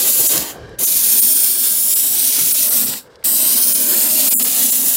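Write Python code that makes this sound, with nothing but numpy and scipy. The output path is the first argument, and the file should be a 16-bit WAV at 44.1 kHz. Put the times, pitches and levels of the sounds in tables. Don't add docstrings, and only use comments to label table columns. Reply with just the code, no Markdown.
import sys
import numpy as np
from scipy import signal
from scipy.fft import rfft, irfft
from scipy.io import wavfile
from scipy.ndimage import uniform_filter1d, map_coordinates

SR = 44100
rng = np.random.default_rng(int(sys.argv[2]) if len(sys.argv) > 2 else 0)


def to_wav(s):
    ch = np.atleast_2d(s).T
    pcm = np.round(np.clip(ch, -1, 1) * 32767)
    wavfile.write(sys.argv[1], SR, pcm.astype(np.int16))


N = 218898


def gain_of(db):
    return 10 ** (np.asarray(db) / 20)


def evened(x):
    return x / np.sqrt(np.mean(x ** 2) + 1e-20)


def level_at(points, hz):
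    point_hz, db = np.transpose(points)
    return np.interp(np.log(hz + 1), np.log(point_hz + 1), db)


def wander(db, seconds):
    window = np.hanning(round(seconds * SR))
    smooth = signal.oaconvolve(rng.standard_normal(N), window, "same")
    return gain_of(db * evened(smooth))


def coloured(x, points, patchy_db):
    size, hop = 1024, 256
    hz = np.fft.rfftfreq(N, 1 / SR)
    shaped = irfft(rfft(x) * gain_of(level_at(points, hz)), N)
    z = signal.stft(shaped, nperseg=size, noverlap=size - hop)[2]
    patches = rng.standard_normal(z.shape[::-1]).T
    patches = uniform_filter1d(patches, size=50, axis=1)
    patches = evened(uniform_filter1d(patches, size=4, axis=0))
    patchy = signal.istft(z * gain_of(patchy_db * patches), nperseg=size, noverlap=size - hop)[1]
    return evened(patchy[:N])


def spray_db(axis):
    # time in seconds, then levels in dB of
    spray = [(0, -14, -22.5, -38.5, -40, -50), (.3, -13.5, -22.5, -37, -47, -48),
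             (.4, -15.5, -19.5, -31, -38, -43), (.86, -14.5, -28.5, -41.5, -48.5, -54.5),
             (1.2, -12.5, -23.5, -40, -39.5, -49), (1.5, -14.5, -27.5, -41.5, -46, -54),
             (1.9, -14, -27, -43.5, -46.5, -52), (2.3, -15, -23, -41, -43, -55),
             (2.6, -14.5, -25, -41.5, -41.5, -46.5), (2.8, -13.5, -27, -39, -35, -41),
             (2.9, -12.5, -19.5, -36, -32, -50), (3.3, -13.5, -27, -38, -42, -46),
             (3.5, -14, -25, -37, -38, -43.5), (3.9, -14, -26, -35.5, -39, -42.5),
             (4.3, -14, -23.5, -37, -34, -39.5), (4.55, -15.5, -25, -38, -35.5, -45),
             (4.75, -13, -24.5, -40.5, -35, -44.5), (4.96, -15.5, -26, -39, -40.5, -48)]
    rows = np.array(spray)
    return np.interp(np.arange(N) / SR, rows[:, 0], rows[:, axis])


def played(db, follows, rise_s):
    # pulled in seconds, pressure build-up in seconds, let go in seconds.
    bursts = [(-1, .01, .35), (.787, .028, 2.82), (3.24, .005, 6)]
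    start_db = -6
    bleed_s, bleed_db_per_s, shut_db_per_s = .16, -105, -420
    t, out = np.arange(N) / SR, np.zeros(N)
    for pulled, build, let_go in bursts:
        pressure_db = start_db * np.clip(1 - (t - pulled) / build, 0, 1)
        pressure_db = pressure_db + bleed_db_per_s * np.clip(t - let_go, 0, bleed_s)
        shut_db = shut_db_per_s * np.maximum(t - let_go - bleed_s, 0)
        onset = np.clip((t - pulled) / rise_s, 0, 1)
        out += onset * gain_of(follows * pressure_db + shut_db)
    return out * gain_of(db)


def steam():
    # frequency in Hz, relative density in dB per Hz.
    jet_spectrum = [(1000, -68), (2940, -45), (5000, -12), (6450, -6.5), (9040, 0), (11100, 1), (13000, 1),
                    (15100, 3.5), (16000, -5)]
    splash_spectrum = [(300, -55), (1000, -24), (2200, -13.5), (2600, -7), (3500, -5), (5230, -4),
                       (6320, -4.5), (7000, -2), (9100, -8), (15400, -58)]
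    wash_spectrum = [(60, -44), (130, -22), (200, -2), (350, 6), (600, 0.5), (1000, -1), (1500, -2),
                     (2100, -3.5), (2400, -5.5), (3200, 0.5), (6000, -48.5)]
    sputter = wander(0.89, 0.032) * wander(0.53, 0.0019) * wander(0.39, 0.12)
    jet = coloured(turbulence(-8, 1500), jet_spectrum, 0.86)
    jet = jet * played(spray_db(axis=1), 0.97, 0.0038)
    splash = coloured(turbulence(-10.5, 1200), splash_spectrum, 0.67)
    splash = splash * played(spray_db(axis=2), 0.75, 0.003) * wander(1.46, 0.2)
    wash = coloured(rng.standard_normal(N), wash_spectrum, 2.1)
    wash = wash * played(spray_db(axis=3), 0.35, 0.0055) * wander(1.9, 0.092)
    direct = echoed(jet + splash) * sputter + gain_of(1.5) * wash
    return reflected(direct, -7.5, 0.13) + room_tail(direct, -30.5, 1.0)


def turbulence(crackle_db, per_s):
    size = gain_of(3.1 * np.minimum(rng.exponential(1, N), 4)) * rng.choice([-1, 1], N)
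    impacts = size * (rng.random(N) < per_s / SR)
    return rng.standard_normal(N) + gain_of(crackle_db) * evened(impacts)


def echoed(x):
    # time in seconds, delay in ms, strength, strength of the twin (strengths as amplitude ratios).
    wheel_echo = [(0, .28, .12, 0), (.5, .285, .2, -.08), (.85, .335, .1, -.12), (1.3, .335, .12, -.1),
                  (1.55, .32, .05, 0), (1.85, .298, .1, -.23), (2.25, .222, .24, -.16),
                  (2.47, .19, .12, -.12), (2.75, .235, .23, -.17), (3.05, .262, .28, -.22),
                  (3.3, .245, .25, -.28), (3.55, .217, .42, -.12), (3.8, .19, .35, 0), (3.82, .19, 0, 0),
                  (3.83, .285, 0, 0), (3.9, .272, .3, -.15), (4.15, .23, .12, -.05), (4.4, .27, .15, -.08),
                  (4.75, .29, .15, -.1), (4.96, .275, .18, 0)]
    # time in seconds, delay in ms, strength as an amplitude ratio.
    passing_echoes = [
        [(.8, .17, .08), (1.15, .195, .25), (1.6, .22, .29), (1.95, .21, .1), (2.05, .21, 0)],
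        [(0, .43, .15), (.3, .42, .05), (1.1, .43, .17), (1.45, .41, .05), (1.9, .38, .2), (2.5, .27, .06),
         (2.8, .33, .1), (3, .34, 0)],
        [(.5, .5, 0), (.9, .53, .14), (1.55, .58, .15), (1.9, .57, .22), (2.3, .5, .1), (2.9, .51, .18),
         (3.4, .47, .05), (4, .42, .12), (4.4, .43, .12), (4.7, .53, .1), (4.96, .52, .14)],
    ]
    twin_ms = .046
    s, ms, strength, twin = np.transpose(wheel_echo)
    paths = [(s, ms, strength), (s, ms + twin_ms, twin), *map(np.transpose, passing_echoes)]
    n, out, power = np.arange(N), x, 1
    for path_s, path_ms, path_strength in paths:
        amount = np.interp(n / SR, path_s, path_strength) * wander(2.6, 0.095)
        delay = np.interp(n / SR, path_s, path_ms) * SR / 1000
        out = out + amount * map_coordinates(x, [n - delay], order=5)
        power = power + amount ** 2
    return out / np.sqrt(power)


def reflected(x, db, t60, count=13):
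    place, out = np.arange(N) / N * (count - 1), np.zeros(N)
    for k in range(count):
        at, coin = rng.random((40, 2)).T
        at = (.001 + .03 * at ** 2) * SR
        taps = np.zeros(SR // 10)
        np.add.at(taps, at.astype(int), np.sign(coin - .5) * gain_of(-60 * at / SR / t60))
        here = np.cos(np.pi / 2 * np.clip(place - k, -1, 1))
        out += here * signal.oaconvolve(x, taps / np.linalg.norm(taps))[:N]
    duller = signal.lfilter(*signal.butter(1, 13000, fs=SR), out)
    return x + gain_of(db) * duller


def room_tail(x, db, t60):
    t = np.arange(SR) / SR
    low, high = rng.standard_normal((2, SR))
    low = signal.lfilter(*signal.butter(2, 6000, fs=SR), low)
    tail = low * gain_of(-60 * t / t60) + .5 * high * gain_of(-60 * t / (0.43 * t60))
    return gain_of(db) * signal.oaconvolve(x, tail / np.linalg.norm(tail))[:N]


def roar():
    # frequency in Hz, resonator width in Hz.
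    air_modes = [(245, 85), (620, 60)]
    # frequency in Hz, relative density in dB per Hz.
    buffet_spectrum = [(25, -35), (45, -6), (52, -5), (80, -10.5), (120, -1), (170, -1), (300, -25),
                       (700, -16), (1200, -41)]
    # centre in seconds, length in seconds between the 1/e points, level in dB.
    gust_rows = [(0.037, 0.086, -48), (0.198, .07, -43), (0.389, 0.093, -32), (0.8, 0.056, -45),
                 (.94, 0.054, -50), (2.438, 0.096, -43.5), (2.886, .1, -43)]
    draught_db = -57.5
    low, high = (hollow(*mode) for mode in air_modes)
    buffet = coloured(rng.standard_normal(N), buffet_spectrum, 1.0) * wander(2.9, 0.031)
    low = low * played(spray_db(axis=4), 0.71, .009) * wander(1.9, 0.091)
    high = high * played(spray_db(axis=5), 0.53, 0.0082) * wander(2.5, 0.066)
    t = np.arange(N) / SR
    gusts = sum(gain_of(db) * np.exp(-(2 * (t - s) / length) ** 2) for s, length, db in gust_rows)
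    draught = played(draught_db, .3, .02) * wander(2.9, .12)
    return (low + high) * wander(0.54, 0.03) + buffet * (gusts + draught)


def hollow(hz, width):
    mode = signal.iirpeak(hz, hz / width, SR)
    once = signal.lfilter(*mode, rng.standard_normal(N))
    return evened(signal.lfilter(*mode, once))


def puffs():
    # centre in seconds, length in seconds at half height, level in dB, band middle in Hz.
    coughs = [(0.073, .07, -33, 450), (0.201, 0.029, -29.5, 396), (.25, 0.045, -33.5, 450),
              (0.326, 0.038, -31, 423), (.385, .06, -35, 447), (.817, .04, -32.5, 406),
              (2.898, 0.054, -41, 300)]
    out = np.zeros(N)
    for s, length, db, hz in coughs:
        swell = np.hanning(round(2 * length * SR))
        band = signal.butter(2, [hz / 1.54, hz * 1.61], "band", fs=SR, output="sos")
        noise = evened(signal.sosfilt(band, rng.standard_normal(SR // 4)))
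        start = round((s - length) * SR)
        out[start:][:len(swell)] += gain_of(db) * swell * noise[:len(swell)]
    return out


def clicks():
    # start in seconds, level in dB before the decay, frequency in Hz that the band lies around.
    ticks = [(.378, -8, 7060), (.694, -45, 5900), (0.786, -27, 4960), (2.938, -19.5, 3500),
             (3.157, -39.5, 3530), (3.227, -38, 1830), (3.2392, -30, 3500)]
    out, t = np.zeros(N), np.arange(300) / SR
    for s, db, hz in ticks:
        band = signal.butter(2, [hz / 2.4, hz * 1.74], "band", fs=SR, output="sos")
        tick = signal.sosfilt(band, rng.standard_normal(len(t)))
        out[round(s * SR):][:len(t)] += evened(tick) * gain_of(db - 60 * t / 0.013)
    return out


def shop():
    # frequency in Hz, relative density in dB per Hz.
    hum_spectrum = [(24, -31.5), (40, -8), (106, -10), (175, -12.5), (344, -8), (410, -4.5), (488, -5.5),
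                    (766, -12.5), (1090, -20), (1170, -17), (1430, -18), (1580, -11.5), (1980, -26),
                    (4640, -28.5), (15800, -59)]
    # time in seconds, level in dB.
    hum_levels = [(.45, -51), (.55, -34), (.75, -39), (.9, -52.5), (2.9, -49.5), (3.08, -44), (3.2, -45.5),
                  (3.35, -50)]
    s, db = np.transpose(hum_levels)
    hum = coloured(rng.standard_normal(N), hum_spectrum, 3.0)
    return hum * gain_of(np.interp(np.arange(N) / SR, s, db))


def thinned(x):
    # centre in seconds, length in seconds, depth in dB, lower edge in Hz, upper edge in Hz.
    dips = [(0.281, 0.017, 15, 100, 5730), (0.859, 0.015, 14, 100, 5530), (1.21, 0.019, 12.5, 100, 7500),
            (1.95, 0.011, 17, 100, 7200), (2.532, 0.016, 13.5, 400, 7950), (2.7, 0.0081, 17, 806, 7000),
            (2.855, 0.018, 7.5, 495, 7900), (3.739, 0.013, 14.5, 100, 6960), (4.299, 0.02, 13, 100, 8400),
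            (4.366, 0.052, 35, 350, 6900), (.768, .02, 5.5, 2520, 16500), (3.091, .02, 7, 2000, 16500),
            (3.178, 0.018, 8, 2000, 16500), (4.437, 0.012, 18, 500, 6700), (4.715, 0.013, 15.5, 100, 6670)]
    t, hz, spectrum, out = np.arange(N) / SR, np.fft.rfftfreq(N, 1 / SR), rfft(x), x
    for s, length, db, low_hz, high_hz in dips:
        band = irfft(spectrum * (hz > low_hz) * (hz < high_hz), N)
        inside = np.clip((length / 2 - abs(t - s)) / 0.013 + .5, 0, 1)
        out = out - band * (1 - gain_of(-db * inside))
    return out


def scene():
    mixed = steam() + roar() + puffs() + shop() + clicks()
    return np.tile(thinned(mixed), (2, 1))


def record(dry):
    edge_hz = 15850
    bass_cut = signal.butter(4, 45, "high", fs=SR, output="sos")
    dry = signal.sosfilt(bass_cut, dry)
    top_cut = signal.firwin(1023, edge_hz, window=("kaiser", 9), fs=SR)
    limited = signal.oaconvolve(dry, top_cut[None], "same")
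    return np.clip(limited, -1, 1)


dry = scene()
out = record(dry)
to_wav(out)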